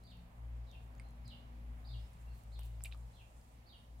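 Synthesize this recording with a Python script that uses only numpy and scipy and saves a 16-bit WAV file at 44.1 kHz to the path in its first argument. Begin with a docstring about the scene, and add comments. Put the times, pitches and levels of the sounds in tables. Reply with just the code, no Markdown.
"""A garden pond ringed by rocks, heard on a stereo pair. A frog hops off a rock and slips in: a few
wet ticks, then a short splash of fine spray and small ringing bubbles, with a brief echo off the rocks.
Some way off a bird repeats one falling chirp, and farther birds add thin notes. Underneath lie
soft garden air, a faint insect hiss and a low hum, like a far engine, that swells and fades."""
import sys
import numpy as np
from scipy import signal
from scipy.fft import rfft, irfft
from scipy.io import wavfile
from scipy.ndimage import uniform_filter1d, map_coordinates

SR = 44100
rng = np.random.default_rng(int(sys.argv[2]) if len(sys.argv) > 2 else 0)


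def unload_audio(sound):
    """Save the sound as a 16-bit wav file, at the path given as the first command line argument."""
    columns = np.transpose(np.atleast_2d(sound))
    # keep every value between -1 and 1, then stretch to whole-number steps
    steps = np.round(np.clip(columns, -1, 1) * 32767)
    wavfile.write(sys.argv[1], SR, steps.astype(np.int16))


N = 176400

# pitch of the far hum (time [s], pitch [Hz])
HUM_PITCH = [(0, 58.6), (.55, 58.8), (1.1, 55.9), (1.35, 58.73), (1.55, 56.5), (2.0, 57.93), (2.3, 57.95),
             (2.6, 56.1), (3.0, 57.86), (4, 57.5)]
# its first three partials and the drone above them (time [s], level [dB])
HUM_FIRST = [(0.0, -58.5), (0.22, -57), (0.29, -67.5), (0.43, -45.5), (0.61, -45), (0.73, -56),
             (0.87, -50.5), (1.29, -51.5), (1.36, -59.5), (1.7, -43.5), (1.82, -52.5), (1.95, -43),
             (2.04, -45.5), (2.08, -56.5), (2.34, -46.5), (2.43, -65), (2.47, -51), (2.58, -44.5),
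             (3.07, -48.5), (3.13, -64), (3.4, -56.5), (3.46, -67), (3.55, -58), (3.85, -65), (3.91, -52),
             (4.0, -51)]
HUM_SECOND = [(0.0, -64), (0.27, -65), (0.33, -80), (0.39, -56.5), (0.62, -58), (0.73, -67), (0.81, -56),
              (0.96, -72.5), (0.99, -56), (1.16, -74), (1.27, -54), (1.31, -66), (1.45, -57), (1.56, -70),
              (1.6, -61), (1.89, -59.5), (1.95, -50), (2.14, -75), (2.21, -63.5), (2.51, -59), (2.53, -67),
              (2.67, -54.5), (3.85, -76), (4.0, -62)]
HUM_THIRD = [(0, -72), (.22, -62.5), (.35, -77.5), (1.3, -75), (2.1, -76.5), (3, -78.5), (4, -86)]
HUM_DRONE = [(0, -76), (.85, -77.5), (1.2, -67.5), (1.8, -67.5), (2.0, -91.5), (4, -77)]
# colour of the garden air (frequency [Hz], relative density [dB])
AIR_SPECTRUM = [(15, -26), (25, -7.5), (44, -6.5), (66, -1), (82, -11.5), (102, -7.5), (236, -17.5),
                (384, -27), (575, -23.5), (754, -23.5), (1440, -34.5), (2220, -34), (3520, -40),
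                (8830, -51), (9840, -50), (10700, -46.5), (16000, -52)]
# its stereo width (frequency [Hz], side over mid [dB])
AIR_SIDE = [(40, -15), (125, -14), (250, -11), (500, -4.5), (1000, 4), (3000, 0), (12000, 0.5)]
# its balance (frequency [Hz], left over right [dB])
AIR_PAN = [(40, 1.5), (250, -1.5), (500, -6), (1000, -3.5), (4000, -1), (12000, -7.5)]
# slow swells of its lower octaves and of its treble (time [s], gain [dB])
AIR_SWELL = [(0, 0.5), (.6, 0.5), (1.3, 2), (2.0, 1.5), (2.7, -0.5), (3.3, -1.5), (4, -2)]
AIR_TREBLE_SWELL = [(0, -1.5), (1.8, 0.5), (2.4, 2), (3.3, 0.5), (4, 0)]
# insect hiss (time [s], level [dB])
INSECT_LEVEL = [(0, -87), (1.75, -89), (1.95, -82), (2.9, -79.5), (3.55, -79.5), (3.63, -98), (4, -82)]
# its resonances (centre [Hz], width [Hz], relative level [dB])
INSECT_BANDS = [(7180, 1300, -1.5), (7920, 1300, 0.67), (8670, 860, -2.5)]
# the bird some way off
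# (time [s], length [s], relative level [dB], pitch [ratio], gain at the end [dB], warble [0-1])
CHIRPS = [(0.025, 0.11, -67, .99, 1.5, 1), (0.661, 0.099, -69, .9, 4.5, 0), (1.245, 0.092, -62, 1.01, 3, 0),
          (1.840, 0.12, -61, 1.0, -1, 1), (2.515, .11, -64, 0.94, -2.5, .3),
          (3.123, 0.099, -71.5, 0.89, 5, 0.16), (3.656, 0.1, -64.5, 1.003, 1.5, .2)]
# course of one chirp (share of length [0-1], stepped pitch [Hz], warbled pitch [Hz], gain [dB])
CHIRP_SHAPE = [(0, 3874, 3764, -8), (.13, 4850, 4573, -2.5), (0.331, 4050, 4740, -0.5),
               (.42, 3870, 3717, 0.5), (.57, 3980, 3658, -5), (0.711, 3010, 4336, 0.5),
               (.87, 2984, 3035, 2), (1, 2630, 2564, -2.5)]
# farther birds (time [s], length [s], relative level [dB], pitch [Hz])
FAR_NOTES = [(1.029, 0.055, -71.5, 4150), (1.96, 0.11, -75, 5200), (2.264, 0.024, -67.5, 2790),
             (2.271, 0.098, -74, 4300), (3.738, 0.088, -77, 9190)]
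# wet feet and spray landing (time [s], relative peak [dB], centre [Hz], width [Hz], left over right [dB])
WET_TICKS = [(0.0377, -56, 9000, 9000, 1), (0.112, -60.5, 6000, 6000, -6), (.171, -60, 9000, 9000, -7),
             (.7145, -56, 7990, 8000, -9), (.951, -59, 7020, 5000, 2), (1.0877, -61.5, 8330, 3000, 5),
             (1.108, -63, 9300, 3000, 6), (1.2792, -47.5, 7480, 7080, -8), (2.133, -56.5, 9500, 6000, 4),
             (2.353, -63, 13000, 7000, -10), (2.436, -58, 11500, 5000, -6), (2.5917, -52, 606, 1004, 6),
             (2.591, -49.5, 2200, 2790, -2), (2.8071, -55.5, 1500, 1600, -2), (2.593, -49, 9200, 900, -2),
             (2.593, -48, 13000, 2500, -5), (2.608, -54, 13450, 1503, -6), (2.633, -54.5, 8890, 9000, -10),
             (2.6552, -54, 12000, 8000, -13), (2.660, -55, 12000, 8000, -4), (2.8379, -37, 10940, 2785, -2),
             (2.8573, -41.5, 9800, 4500, -2), (2.9472, -56, 8000, 12000, -1), (2.975, -60, 11490, 4000, 2),
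             (3.413, -61.5, 5500, 2502, -4)]
# bubbles and drops at the surface
# (time [s], starting pitch [Hz], relative peak [dB], ring t60 [s], left over right [dB])
BUBBLES = [(.9812, 6860, -62, .008, 4), (0.9979, 2170, -46.5, 0.017, -6), (.9984, 8660, -50.5, 0.0048, 7),
           (0.998, 4740, -54.5, .005, 4), (2.8072, 1556, -56, 0.0045, 5), (2.8205, 5300, -59, 0.0051, -13),
           (2.8374, 9300, -36.5, 0.0055, 5), (2.8382, 7920, -35.5, 0.0038, -13.5),
           (2.8420, 9000, -55, 0.0072, 6), (2.8452, 10700, -49, .005, 0), (2.8480, 3740, -46, .014, 4),
           (2.848, 2870, -45.5, 0.0085, -11), (2.8564, 2352, -41.5, .024, -5),
           (2.8571, 3780, -59, 0.006, 6), (2.8628, 2720, -48, .025, 1), (2.9146, 3000, -53, 0.0077, -5),
           (2.92, 3900, -53, 0.0075, 11), (2.928, 4200, -60, 0.0078, 1), (2.924, 3680, -45, 0.0054, -13),
           (2.9245, 2520, -43, 0.0066, -4), (2.935, 3500, -57, 0.0091, -4), (2.946, 1210, -53, 0.019, 4)]
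# fine spray, fizz and scuffing (time [s], length [s], level [dB], centre [Hz], width [Hz])
SPRAY = [(2.335, 0.082, -73.5, 13000, 8000), (2.623, 0.076, -71, 12000, 8000),
         (2.833, 0.019, -66, 9500, 2600), (2.849, 0.02, -59.5, 3120, 1300), (2.862, 0.039, -72, 9400, 4000),
         (2.922, 0.017, -66, 3650, 1500)]


def undb(db):
    """Decibels to gain."""
    return 10 ** (np.asarray(db) / 20)


def unit(x):
    """Scale to rms 1."""
    return x / np.sqrt(np.mean(x ** 2) + 1e-30)


def curve(rows):
    """Join (time [s], value) rows by straight lines."""
    return np.interp(np.arange(N) / SR, *np.array(rows, float).T)


def at_hz(rows, hz):
    """Read (frequency [Hz], value) rows on a log-frequency axis."""
    freqs, values = np.array(rows, float).T
    return np.interp(np.log(np.maximum(hz, 1)), np.log(freqs), values)


def pan(db):
    """Channel gains that put the left db above the right."""
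    return undb(np.array([[db], [-db]]) / 2)


def band(x, hz, width):
    """A resonance applied twice, each pass widened so that the pair is about width Hz wide."""
    hz = min(hz, SR * .45)
    b, a = signal.iirpeak(hz, hz / min(width * 1.5, SR * .35), fs=SR)
    return signal.lfilter(b, a, signal.lfilter(b, a, x))


def walk(per_s, size=N):
    """Smooth random wander with spread near 1."""
    hold = max(int(SR / per_s), 1)
    steps = np.repeat(rng.standard_normal(size // hold + 2), hold)
    return np.sqrt(2) * uniform_filter1d(uniform_filter1d(steps, hold), hold)[:size]


def add(out, start, sound):
    """Mix a sound in at its time."""
    i = max(int(start * SR), 0)
    out[..., i:i + sound.shape[-1]] += sound[..., :N - i]


def echo(x, t60):
    """Diffuse reflections, unrelated at the two microphones."""
    t = np.arange(SR // 2) / SR
    tail = rng.standard_normal((2, len(t))) * np.exp(-np.log(1000) * t / t60) * (1 - np.exp(-t / .001))
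    tail /= np.sqrt(np.sum(tail ** 2, axis=1, keepdims=True))
    return signal.fftconvolve(x, tail, axes=1)[:, :N]


def far_hum(drone_hz=239.8, waver_db=1.33):
    """A hum like a far engine: three partials swell and waver separately under a faint drone."""
    phase = 2 * np.pi * np.cumsum(curve(HUM_PITCH)) / SR
    drone_phase = 2 * np.pi * drone_hz * np.arange(N) / SR
    first = np.sin(phase + .083 * walk(13)) * undb(curve(HUM_FIRST) + .5 * walk(25))
    second = np.sin(2 * phase + .97 * walk(14)) * undb(curve(HUM_SECOND) + waver_db * walk(16))
    third = np.sin(3 * phase + 1.4 * walk(14)) * undb(curve(HUM_THIRD) + waver_db * walk(15))
    drone = np.sin(drone_phase + .5 * walk(12)) * undb(curve(HUM_DRONE) + waver_db * walk(14))
    return np.sqrt(2) * (first + second + third + drone) * pan(2.1)


def garden_air(base_db=-60.5, treble_from_hz=4500):
    """Soft outdoor noise, wide in the middle and treble, each octave wandering a little."""
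    hz = np.arange(N // 2 + 1) * SR / N
    mid, side = rfft(rng.standard_normal((2, N)))
    sign = np.array([[1], [-1]])
    stereo = mid + sign * side * undb(at_hz(AIR_SIDE, hz))
    spectrum = stereo * undb(at_hz(AIR_SPECTRUM, hz) + sign * at_hz(AIR_PAN, hz) / 2)
    octave = np.log2(np.maximum(hz, 20) / 20)
    out = np.zeros((2, N))
    for k in range(11):
        octave_noise = irfft(spectrum * np.maximum(1 - np.abs(octave - k), 0), N)
        swell_db = curve(AIR_TREBLE_SWELL if 20 * 2 ** k > treble_from_hz else AIR_SWELL)
        out += octave_noise * undb(swell_db + walk(9.08))
    return out / np.std(irfft(spectrum, N)) * undb(base_db)


def insect(flicker_db=2.1):
    """A faint, flickering hiss: noise through three high resonances."""
    noise = rng.standard_normal((2, N))
    hiss = sum(undb(db) * band(noise, hz, width) for hz, width, db in INSECT_BANDS)
    return unit(hiss) * undb(curve(INSECT_LEVEL) + flicker_db * walk(60))


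def bird(waver=.032, upper_ratio=1.22, upper_db=-11):
    """Some way off, a two-voiced chirp arches, then steps or warbles down."""
    out, t = np.zeros(N), np.arange(SR // 5) / SR
    share, stepped, warbled, shape_db = np.array(CHIRP_SHAPE).T
    for start, length, db, ratio, end_db, warble in CHIRPS:
        progress = t / length
        hz = ratio * np.interp(progress, share, stepped + warble * (warbled - stepped))
        hz *= 1 + waver * walk(400, len(t))
        phase = 2 * np.pi * np.cumsum(hz) / SR
        level_db = db + np.interp(progress, share, shape_db) + end_db * np.clip(2 * progress - .5, 0, 1)
        fade = np.clip(20 * np.minimum(progress, 1 - progress), 0, 1)
        upper_gain = undb(upper_db) * np.clip((4400 - hz) / 300, 0, 1)  # enters below 4400 Hz
        voices = np.sin(phase) + upper_gain * np.sin(upper_ratio * phase)
        add(out, start, np.sqrt(2) * undb(level_db) * fade * voices)
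    return out


def far_birds(waver=.028):
    """Farther off, thin notes: each a single wavering tone that swells and fades."""
    out, t = np.zeros(N), np.arange(SR // 5) / SR
    for start, length, db, hz in FAR_NOTES:
        phase = 2 * np.pi * np.cumsum(hz * (1 + waver * walk(400, len(t)))) / SR
        arch = np.sin(np.pi * np.minimum(t / length, 1))
        add(out, start, undb(db) * arch * np.sin(phase))
    return out


def wet_ticks(decay_s=.00062, gain_db=.5):
    """Tiny contacts of wet feet and spray: each a burst of noise about a millisecond long."""
    out, t = np.zeros((2, N)), np.arange(SR // 50) / SR
    for start, db, hz, width, pan_db in WET_TICKS:
        tick = band(rng.standard_normal(len(t)) * np.exp(-t / decay_s), hz, width)
        add(out, start, tick / np.abs(tick).max() * undb(db + gain_db) * pan(pan_db))
    return out


def bubbles(rise=.04, attack_s=.0003, gain_db=-2.5):
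    """At the surface, each bubble rings as a damped sine that rises a little in pitch."""
    out, t = np.zeros((2, N)), np.arange(SR // 20) / SR
    for start, hz, db, t60, pan_db in BUBBLES:
        phase = 2 * np.pi * np.cumsum(hz * (1 + rise * np.minimum(t / t60, 1))) / SR
        attack = 1 - np.exp(-(t / attack_s) ** 2)
        ring = np.sin(phase) * attack * np.exp(-np.log(1000) * t / t60)
        add(out, start, ring / np.abs(ring).max() * undb(db + gain_db) * pan(pan_db))
    return out


def spray(grain_db=3):
    """Midway between the microphones, dense specks of uneven size swell quickly and die away."""
    out, t = np.zeros((2, N)), np.arange(SR // 4) / SR
    for start, length, db, hz, width in SPRAY:
        specks = rng.standard_normal(len(t)) * undb(grain_db * walk(760, len(t)))
        envelope = (1 - np.exp(-t / (.1 * length))) * np.exp(-(t / length) ** 2)
        add(out, start, unit(band(specks, hz, width)) * envelope * undb(db))
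    return out


def scene(left_lag_s=.000016):
    """The frog among the rocks, reaching the left microphone a little late, and the garden around it."""
    left, right = bubbles() + wet_ticks() + spray()
    late_left = map_coordinates(left, [np.arange(N) - left_lag_s * SR], order=3)
    frog = np.array([late_left, right])
    rock_echo = undb(-7) * echo(frog, t60=.12)
    song = bird() + far_birds()
    garden_echo = undb(-.27) * echo(song[None], t60=.45)
    birds = (undb(-7) * song + garden_echo) * pan(-2.5)  # more echo than direct sound at this distance
    return frog + rock_echo + birds + far_hum() + garden_air() + insect()


def record(dry, top_hz=15850):
    """The recorder cuts the top with a steep low-pass."""
    return signal.sosfilt(signal.ellip(10, .2, 70, top_hz, fs=SR, output="sos"), dry)


dry = scene()
out = record(dry)
unload_audio(out)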